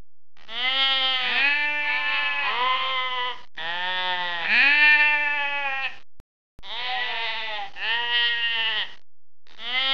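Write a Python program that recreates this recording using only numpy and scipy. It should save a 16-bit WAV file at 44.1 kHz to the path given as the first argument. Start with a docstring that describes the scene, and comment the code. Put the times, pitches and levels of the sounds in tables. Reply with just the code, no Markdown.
"""Lambs in an open field. Slow fold beats creak, then four arching bleats overlap in a run, each a train of
vocal-fold pulses and pulsed air, ragged at low pitch, clear at the top, coloured by a throat and mouth.
A deep bleat and the loudest follow; in the pause a coarse recorder mutes and returns with clicks. Then an
overlapping pair, a closing bleat, and the opening bleat again, cut off by the end. A ground bounce and a
short, dull scatter follow every call; the recorder's coarse steps add a faint hiss."""
import sys
import numpy as np
from scipy import signal
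from scipy.fft import rfft, irfft, next_fast_len
from scipy.io import wavfile
from scipy.ndimage import uniform_filter1d

SR = 44100
rng = np.random.default_rng(int(sys.argv[2]) if len(sys.argv) > 2 else 0)


def file_out(sig):
    """Save sig as 16-bit WAV at sys.argv[1]."""
    # one column per channel
    cols = np.atleast_2d(sig).T
    # limit, then scale
    lim = np.clip(cols, -1, 1)
    pcm = np.round(lim * 32767).astype(np.int16)
    wavfile.write(sys.argv[1], SR, pcm)


N = 437913

# throat and mouth resonances per voice: f/Hz, level/dB
BRIGHT_THROAT = [(270, -23), (520, -17), (800, -9.5), (1100, -15), (1350, -13), (1600, -21), (2100, -9.5),
                 (2500, -22), (3000, -4), (3450, -9), (4100, -27), (4700, -26.5), (5600, -48), (7000, -35),
                 (9000, -84)]
# f/Hz, level/dB
STRONG_THROAT = [(280, -25), (600, -21), (880, -6), (1200, -21.5), (1500, -17), (1780, -2.5), (2100, -15),
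                 (2500, -2), (3000, -16), (3600, -27.5), (4300, -26), (5300, -54), (6400, -45), (9000, -75)]
# f/Hz, level/dB
THIN_THROAT = [(260, -20.5), (520, -14), (800, -6), (1050, 5), (1400, -15), (1800, -18.5), (2200, -10),
               (2900, -7.5), (3400, -19.5), (4400, -26), (5500, -55), (9000, -71.5)]
# f/Hz, level/dB
HOLLOW_THROAT = [(260, -32.5), (520, -12.5), (760, -18.5), (1020, 0.5), (1300, -12.5), (1600, -16.5),
                 (2080, 2), (2450, -19), (3000, 1.5), (3500, -6.5), (3900, -24.5), (4500, -29), (5600, -45),
                 (9000, -72)]
# f/Hz, level/dB
DEEP_THROAT = [(180, -21), (380, -18), (730, -8), (920, 3.5), (1130, -15), (1550, -9), (1900, 3.5),
               (2100, -14), (2800, -7), (3500, -4), (4200, -26), (5000, -29.5), (6000, -47), (9000, -69.5)]
# f/Hz, level/dB
REEDY_THROAT = [(230, -29), (450, -14), (680, -6.5), (870, 2.5), (1200, -15), (1600, -11.5), (1950, 0),
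                (2300, -7), (2900, -1.5), (3600, -6), (4400, -21.5), (5000, -31.5), (6500, -47),
                (9000, -69)]
# f/Hz, level/dB
NASAL_THROAT = [(230, -29), (470, -16.5), (700, -17.5), (930, -3), (1200, -18), (1600, -16.5), (1900, 0),
                (2350, -21), (2900, 0.5), (3300, -8), (3800, -21), (4900, -31), (6200, -54.5), (9000, -70)]
# throat behind a shut mouth: f/Hz, level/dB
SHUT_MOUTH = [(300, -9), (700, -3), (1300, 0), (2000, -8), (3000, -5), (4500, -11), (7000, -35)]
REPEAT_S = 9.0998


def flock():
    """Sum of all calls and creaks; the opening call returns after REPEAT_S."""
    calls = np.zeros(N)
    for delay_s in (0, REPEAT_S):
        calls += creak("opening", SHUT_MOUTH, delay_s)
        calls += bleat("opening", BRIGHT_THROAT, rough=.0018, rasp_db=-28, quaver=.0012, tremble=.004,
                       hum_db=5.5, closed=.019, release_s=.016, delay_s=delay_s)
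    calls += bleat("answer", STRONG_THROAT, rough=.0026, rasp_db=-25, quaver=.0025, tremble=.005,
                   hum_db=17, closed=.0088, release_s=.011, squeeze_db=6)
    calls += bleat("joining", THIN_THROAT, rough=.0017, rasp_db=-19.5, quaver=.0055, tremble=.008,
                   hum_db=1, closed=.017, release_s=.007)
    calls += bleat("hollow", HOLLOW_THROAT, rough=.0033, rasp_db=-20, quaver=.007, tremble=.011,
                   hum_db=9, closed=.013, release_s=.018)
    calls += creak("deep", DEEP_THROAT)
    calls += bleat("deep", DEEP_THROAT, rough=.0019, rasp_db=-24, quaver=.0018, tremble=.003,
                   hum_db=1, closed=.009, release_s=.014)
    calls += creak("loudest", STRONG_THROAT)
    calls += bleat("loudest", STRONG_THROAT, rough=.0021, rasp_db=-27, quaver=.0025, tremble=.008,
                   hum_db=22.5, closed=.0075, release_s=.011, squeeze_db=9)
    calls += bleat("pair, first", REEDY_THROAT, rough=.0018, rasp_db=-21, quaver=.0035, tremble=.006,
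                   hum_db=-3, closed=-.14, release_s=.015)
    calls += bleat("pair, second", REEDY_THROAT, rough=.0016, rasp_db=-27, quaver=.0045, tremble=.005,
                   hum_db=5, closed=.016, release_s=.018)
    calls += creak("closing", NASAL_THROAT)
    calls += bleat("closing", NASAL_THROAT, rough=.0016, rasp_db=-27, quaver=.0022, tremble=.004,
                   hum_db=-3.5, closed=.03, release_s=.009, squeeze_db=4)
    return calls


# one row per bleat: t/s, length/s, nominal top f/Hz, scoop/share, rise/s, sag/share, drop/share,
# nominal crest level/dB, crest after/s, swell/dB, fade/dB, brightness/dB, dulling/dB
BLEATS = {"opening": (.486, .924, 278.3, .222, .163, 0.15, 0.027, -23, .33, 10.5, 5.5, 6.5, 1),
          "answer": (1.19, 1.32, 299.1, .52, 0.152, 0.054, 0.08, -21.5, .25, 12, 8.5, 8, 6),
          "joining": (1.825, 1.092, 266.4, 0.19, 0.1, 0.094, 0.12, -25.8, .3, 3, 6.5, 13.5, 5),
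          "hollow": (2.4, .92, 267.6, .366, .141, .078, 0.026, -30, .24, 3, 2, -4, 0),
          "deep": (3.578, .892, 190.7, .18, .19, 0.13, 0.048, -29, 0.41, 2.5, 3.5, 1, 3),
          "loudest": (4.48, 1.386, 303.5, 0.35, 0.14, 0.115, .03, -18, .46, 2, 16, 8.5, 13.5),
          "pair, first": (6.63, 1.02, 257.5, .275, .135, .232, 0.035, -33.5, .27, 7, 9.5, -.5, 4),
          "pair, second": (6.76, .9, 233, 0.26, 0.2, 0.09, .05, -30.5, 0.49, 7, 8, 7, 4),
          "closing": (7.762, 1.07, 242.5, .27, .115, .115, .15, -25, 0.44, 6, 4, 5.5, 0)}
SPLIT_HZ, EDGE_HZ, HUM_HZ = 1400, 3700, 350
RASP_JITTER, RASP_AIR_DB = .01, 9  # at harshness 1: period scatter share, extra air


def bleat(name, throat, rough, rasp_db, quaver, tremble, hum_db, closed, release_s, squeeze_db=0, delay_s=0):
    """One call: fold pulses and pulsed air ring a throat whose resonances shift at the onset."""
    row = BLEATS[name]
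    start, length = row[:2]
    end = start + length
    first = int((start - .02 + delay_s) * SR)
    t = np.arange(first, (end + .15 + delay_s) * SR) / SR - delay_s
    n = len(t)
    hz, level_db, bright_db = gesture(name, row, t, tremble)
    after, before, age = np.maximum(t - end, 0), np.maximum(start - t, 0), t - t[0]

    hz = hz * np.exp(-3.5 * after)  # folds slacken as the air runs out
    slack = np.clip(1 - hz / hz.max(), 0, .3)
    harsh = harshness(name, t)
    ragged = rough * (1 + 8 * slack) + RASP_JITTER * harsh  # slack folds beat unevenly
    hz = hz * (1 + quaver * walk(n, 24) + ragged * walk(n, 420))
    phase = np.cumsum(hz) / SR % 1
    offset = (phase - .5) * SR / hz  # samples from the nearest closure
    pulses = np.sinc(offset / 2) * np.exp(-(offset / 10) ** 2)
    pulses = unit(pulses - uniform_filter1d(pulses, size=900))
    pulses *= undb(27 * ragged * walk(n, 300))

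    puff = .37 + np.exp(-((phase - .5) % 1) / .2)  # air peaks at each closure
    air = unit(rng.standard_normal(n) * puff)
    stop_db = squeeze_db * np.exp(-((t - end + .028) / .031) ** 2)  # throat squeezes shut with a rasp
    air_db = rasp_db + 20 * slack + stop_db / 2 + RASP_AIR_DB * harsh
    source = pulses + undb(air_db) * air

    # a slower throat clock lowers all resonances; negative closed raises them
    tongue = .016 * walk(n, 10)  # small shifts of tongue and jaw
    clock = np.cumsum(1 - closed * np.exp(-age / .18) + tongue)
    ticks = np.arange(n)
    ringing = colour(np.interp(ticks, clock, source), throat)
    voice = np.interp(clock, ticks, ringing)

    body, upper = split(steady(voice), SPLIT_HZ)
    hum, vowel = split(body, HUM_HZ)
    middle, edge = split(upper, EDGE_HZ)
    nose_db = hum_db * (np.exp(-(age / .6) ** 2) - .5)  # from +hum_db/2 towards -hum_db/2
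    effort_db = np.maximum(level_db - level_db.max(), -11)  # effort sharpens the edge
    edge_db = 5.5 + .7 * effort_db + 20 * slack + stop_db
    voice = (hum * undb(nose_db) + vowel) * undb(-bright_db) + middle + edge * undb(edge_db)
    voice *= undb(level_db + .5 * walk(n, 30))
    voice *= np.exp(-before / .004 - after / release_s)
    return np.pad(flare(name, t, voice), (first, N))[:N]


# voice breaks into a deep warble: bleat, t/s, length/s, pitch swing/share
WARBLES = [("pair, second", 7.22, .2, .025), ("closing", 8.603, .15, .009)]
WARBLE_HZ = 13.7
TREMBLE_HZ, TREMBLE_WANDER, TREMBLE_DB = 12, .25, .7  # mean rate, its spread as a share, swing at the end


def gesture(name, row, t, tremble):
    """Pitch, level, brightness: arch and push, lurches, warbles and a shake that grows as the lamb tires."""
    start, length, *shape = row
    age = np.clip(t - start, 0, length)
    level_db, bright_db = push(age, length, *shape[5:])
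    pitch_step, level_step_db, bright_step_db = lurches(name, t)
    tremble_hz = TREMBLE_HZ * (1 + TREMBLE_WANDER * walk(len(t), 10))
    shake = age / length * np.sin(2 * np.pi * np.cumsum(tremble_hz) / SR)
    warble = np.zeros(len(t))
    for who, s, span, depth in WARBLES:
        if who == name:
            warble += depth * hold(t, s, span) * np.sin(2 * np.pi * WARBLE_HZ * (t - s))
    hz = arch(age, length, *shape[:5]) * (1 + pitch_step + warble + tremble * shake)
    return hz, level_db + level_step_db + TREMBLE_DB * shake, bright_db + bright_step_db


SCOOP_SHAPE, DROP_S = 1.4, .04


def arch(age, length, top_hz, scoop, rise_s, sag, drop):
    """Pitch scoops up as the folds tighten, sags as the air is used and drops at the end."""
    tighten = 1 - scoop * np.exp(-(age / rise_s) ** SCOOP_SHAPE)
    sagging = 1 - sag * (age / length) ** 2
    dropping = 1 - drop * np.exp((age - length) / DROP_S)
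    return top_hz * tighten * sagging * dropping


CATCH_DB, CATCH_S = 11, .04  # folds start weak and catch
SPENT_DB, SPENT_S = 5, .025  # level gives way at the end
FADE_S = .38  # easing time constant after the crest
WAVER_DB, MOUTH_WAVER_DB, WAVER_PER_S = .6, 1.1, 16  # uneven push, uneven mouth opening


def push(age, length, crest_db, crest_s, swell_db, fade_db, bright_db, dulling_db):
    """Level and brightness (upper resonances over the lowest): swell to a crest, then fade and dull."""
    swelling = np.maximum(1 - age / crest_s, 0)
    easing = 1 - np.exp(-np.maximum(age - crest_s, 0) / FADE_S)
    ends_db = CATCH_DB * np.exp(-age / CATCH_S) + SPENT_DB * np.exp((age - length) / SPENT_S)
    level_db = crest_db - swell_db * swelling - fade_db * easing - ends_db
    level_db = level_db + WAVER_DB * walk(len(age), WAVER_PER_S)
    bright_db = bright_db - dulling_db * easing + MOUTH_WAVER_DB * walk(len(age), WAVER_PER_S)
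    return level_db, bright_db


# voice lurches and holds: bleat, t/s, length/s, pitch step/share, level step/dB, brightness step/dB
LURCHES = [("opening", 1.01, .03, -.014, -1.5, 0), ("opening", 1.06, .12, .006, 1, 2),
           ("joining", 2.12, .07, .012, 3, 2), ("hollow", 2.6, .06, -.008, 0.5, -1),
           ("hollow", 3.16, .045, -.03, 0, 0), ("loudest", 4.49, .14, -.005, 1.3, 2),
           ("loudest", 4.95, .04, -.016, -3, -2), ("loudest", 5.13, .12, .003, 2, 2),
           ("loudest", 5.29, .085, .008, 0, 1), ("loudest", 5.39, .09, -.007, .5, 0),
           ("loudest", 5.53, .115, .011, 0, 0), ("loudest", 5.65, .11, -.022, .5, 0),
           ("loudest", 5.84, .05, -.04, 4.5, 2), ("pair, first", 6.635, .03, .03, 1, 0),
           ("pair, first", 6.67, .03, -.05, -2, 0), ("pair, first", 6.76, .2, .018, 0, 0),
           ("pair, first", 7.07, .26, -.03, 0, 0), ("pair, second", 7.505, .075, -.025, 1, 0),
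           ("pair, second", 7.58, .08, -.04, -6, -8), ("closing", 7.82, .13, .004, 3, 1),
           ("closing", 7.97, .15, -.003, -2.5, -3), ("closing", 8.14, .15, 0, 2.8, 5),
           ("closing", 8.3, .26, .007, -1, 5)]


def lurches(name, t):
    """Summed brief steps of one bleat in pitch share, level dB and brightness dB."""
    steps = np.zeros((3, len(t)))
    for who, s, length, *step in LURCHES:
        if who == name:
            steps += np.outer(step, hold(t, s, length))
    return steps


# folds beat raggedly and leak air: bleat, t/s, length/s, harshness/0-1
RASPS = [("opening", .48, .08, .6), ("opening", 1.015, .04, .5), ("opening", 1.17, .05, .8),
         ("answer", 1.2, .21, .25), ("joining", 1.83, .14, .45), ("hollow", 2.47, .05, .9),
         ("hollow", 2.62, .28, .6), ("joining", 2.5, .35, .45), ("hollow", 3.29, .05, .9),
         ("deep", 3.57, .09, .5), ("loudest", 4.48, .16, .75), ("loudest", 5.835, .065, .9),
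         ("pair, second", 6.76, .14, .8), ("pair, second", 7.25, .05, .4), ("pair, first", 7.23, .12, .6),
         ("closing", 7.76, .13, .55), ("closing", 7.89, .19, .15), ("closing", 8.8, .05, .4)]


def harshness(name, t):
    """Summed moments in which the folds of one bleat beat raggedly and leak air."""
    harsh = np.zeros(len(t))
    for who, s, span, amount in RASPS:
        if who == name:
            harsh += amount * hold(t, s, span)
    return harsh


# tongue and jaw sharpen or damp one resonance: bleat, t/s, length/s, centre f/Hz, width/Hz, gain/dB
FLARES = [("opening", .485, .11, 3600, 250, 5), ("opening", .485, .075, 2900, 400, -5),
          ("opening", .635, .06, 2050, 150, 10), ("opening", 1.17, .23, 3050, 350, -4),
          ("answer", 1.66, .75, 4150, 600, -9), ("joining", 1.825, .15, 2250, 160, 11),
          ("joining", 1.84, .14, 4200, 600, 6), ("hollow", 2.4, .24, 3250, 450, -5),
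          ("hollow", 2.42, .42, 980, 70, 3), ("hollow", 2.92, .12, 2080, 150, 5),
          ("deep", 3.88, .25, 3450, 120, 4), ("deep", 3.57, .05, 3550, 250, 8),
          ("loudest", 4.76, .36, 2450, 600, 2), ("loudest", 5.02, .8, 4100, 600, -9),
          ("loudest", 4.96, .41, 3000, 200, -7), ("loudest", 5.375, .27, 3200, 250, 4),
          ("loudest", 5.83, .08, 3050, 550, 8), ("pair, first", 6.63, .13, 2600, 280, -11),
          ("pair, first", 6.64, .16, 3550, 400, 7), ("pair, first", 6.88, .13, 780, 90, 8),
          ("pair, second", 6.96, .08, 1920, 130, 10), ("pair, second", 7.05, .5, 3200, 230, -6),
          ("pair, second", 7.39, .18, 3570, 90, 6), ("pair, second", 7.58, .08, 790, 90, 12),
          ("closing", 7.82, .07, 4300, 450, 6), ("closing", 7.93, .23, 940, 120, 4),
          ("closing", 8.25, .08, 930, 200, -12), ("closing", 7.75, .085, 3300, 450, -8),
          ("closing", 8.4, .3, 2750, 150, 5), ("closing", 8.77, .08, 3450, 350, 5.5)]


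def flare(name, t, voice):
    """Single resonances of one bleat stand out or sink for a moment, by adding a scaled band."""
    size = next_fast_len(len(t), real=True)
    spectrum, f = rfft(voice, size), np.arange(size // 2 + 1) * SR / size
    for who, s, length, hz, width, db in FLARES:
        if who == name:
            band = irfft(spectrum * np.exp(-((f - hz) / width) ** 4), size)[:len(t)]
            voice = voice + (undb(db * hold(t, s, length)) - 1) * band
    return voice


# single slow fold beats as a bleat catches: bleat, t/s, peak level/dB
CREAKS = [("opening", .368, -41), ("opening", .383, -43), ("opening", .395, -41), ("opening", .408, -40),
          ("opening", .42, -40), ("opening", .433, -41), ("opening", .447, -40), ("opening", .465, -44),
          ("opening", .476, -43), ("closing", 7.735, -43), ("deep", 3.551, -43), ("deep", 3.566, -41),
          ("deep", 3.58, -23), ("loudest", 4.393, -33), ("loudest", 4.409, -28), ("loudest", 4.42, -26),
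          ("loudest", 4.431, -25), ("loudest", 4.446, -17), ("loudest", 4.457, -18),
          ("loudest", 4.469, -20)]


def creak(name, throat, delay_s=0):
    """Lone fold beats, each an impulse with a short puff, ring mainly the upper throat."""
    t = np.arange(SR // 20) / SR
    puff = .14 * rng.standard_normal(len(t)) * np.exp(-t / .011)
    beats = [(s, db) for who, s, db in CREAKS if who == name]
    body, upper = split(colour(signal.unit_impulse(len(t)) + puff, throat), SPLIT_HZ)
    return taps(beats, body / 2 + upper, delay_s)


SMEAR_S, SMEAR_SHARE = .0008, .35  # approximate echo spacing, strength


def smear(x):
    """All-pass echoes spread each pulse without colouring it."""
    feedback = np.zeros(int(SMEAR_S * SR))
    feedback[0], feedback[-1] = 1, SMEAR_SHARE
    return signal.lfilter(feedback[::-1], feedback, x)


def field(x, t60_s, wet_db):
    """Weak scatter from the ground and the banks: convolution with a decaying noise tail."""
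    t = np.arange(SR // 2) / SR
    tail = colour(rng.standard_normal(len(t)), [(200, 0), (2000, 3.5), (6000, -7.5)])
    tail *= np.exp(-np.log(1000) * t / t60_s) * (t > .008)
    return undb(wet_db) * signal.fftconvolve(x, tail / np.linalg.norm(tail))[:N]


def undb(db):
    """Decibels to gain."""
    return 10 ** (np.asarray(db) / 20)


def unit(x):
    """Scale to rms 1."""
    return x / np.sqrt(np.mean(x ** 2))


def walk(n, rate):
    """Smooth random signal of rms about 1 that changes about rate times a second."""
    k = max(int(SR / rate), 1)
    noise = rng.standard_normal(n + 4 * k)
    smooth = uniform_filter1d(uniform_filter1d(noise, k), k)
    return unit(smooth[2 * k:2 * k + n])


def hold(t, s, length, edge_s=.008):
    """1 from s for the given length, with quick smooth edges."""
    return (np.tanh((t - s) / edge_s) - np.tanh((t - s - length) / edge_s)) / 2


def colour(x, points):
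    """Causal minimum-phase filter through (Hz, dB) points: resonances ring after each pulse."""
    size = 4096
    hz, db = np.transpose(points)
    f = np.maximum(np.arange(size // 2 + 1) * SR / size, 1)
    skirt = 1 / np.sqrt(1 + (hz[0] / 2 / f) ** 4)  # low cut below the first point
    gain = skirt * undb(np.interp(np.log(f), np.log(hz), db))
    cepstrum = irfft(np.log(gain))
    cepstrum[1:size // 2] *= 2
    cepstrum[size // 2 + 1:] = 0
    return signal.fftconvolve(x, irfft(np.exp(rfft(cepstrum))))[:len(x)]


def split(x, hz):
    """The parts of x below and above hz."""
    low = signal.sosfiltfilt(signal.butter(N=6, Wn=hz, fs=SR, output="sos"), x)
    return low, x - low


def steady(x, size=1300):
    """Hold the short-time rms near 1."""
    power = uniform_filter1d(uniform_filter1d(x ** 2, size), size)
    return x / np.sqrt(power + 1e-12)


def taps(rows, shape, delay_s=0):
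    """One copy of the given shape at each (s, peak dB)."""
    out = np.zeros(N + len(shape))
    for s, db in rows:
        first = int((s + delay_s) * SR)
        out[first:first + len(shape)] += undb(db) * shape / np.abs(shape).max()
    return out[:N]


def scene():
    """The flock, a bounce off the ground and the scatter, in one channel."""
    calls, ticks, ground_s = smear(flock()), np.arange(N), .0016
    calls = calls + undb(-16.5) * np.interp(ticks - ground_s * SR, ticks, calls)
    return (calls + field(calls, t60_s=.51, wet_db=-15.5))[None]


# recorder response: f/Hz, level/dB
ROLL_OFF = [(30, 7), (4500, 1.5), (6200, -8), (7000, -20), (8500, -28.5), (11000, -62), (15000, -66)]
TICK_S, TICK_DB = 4.92, -20  # small tick in the loudest bleat; peak before the roll-off
OFFSET_DB = -33.2  # steady offset of the zero line
MUTE_FROM_S, MUTE_TO_S = 6.2004, 6.5895
TOP_HZ = 15700


def record(dry):
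    """Coarse recorder: steps hiss under calls and crackle in tails; the offset clicks at each mute edge."""
    step, stride = 1 / 128, 3  # amplitude step; one sample kept in three
    t = np.arange(N) / SR
    coarse = np.zeros(N)
    coarse[::stride] = stride * step * np.round(dry[0, ::stride] / step)
    tick = taps([(TICK_S, TICK_DB)], np.ones(stride))
    out = colour(coarse + tick, ROLL_OFF)
    live = (t < MUTE_FROM_S) | (t > MUTE_TO_S)
    out = (out + undb(OFFSET_DB)) * live
    return signal.sosfiltfilt(signal.ellip(8, .1, 70, TOP_HZ, fs=SR, output="sos"), out)[None]


dry = scene()
out = record(dry)
file_out(out)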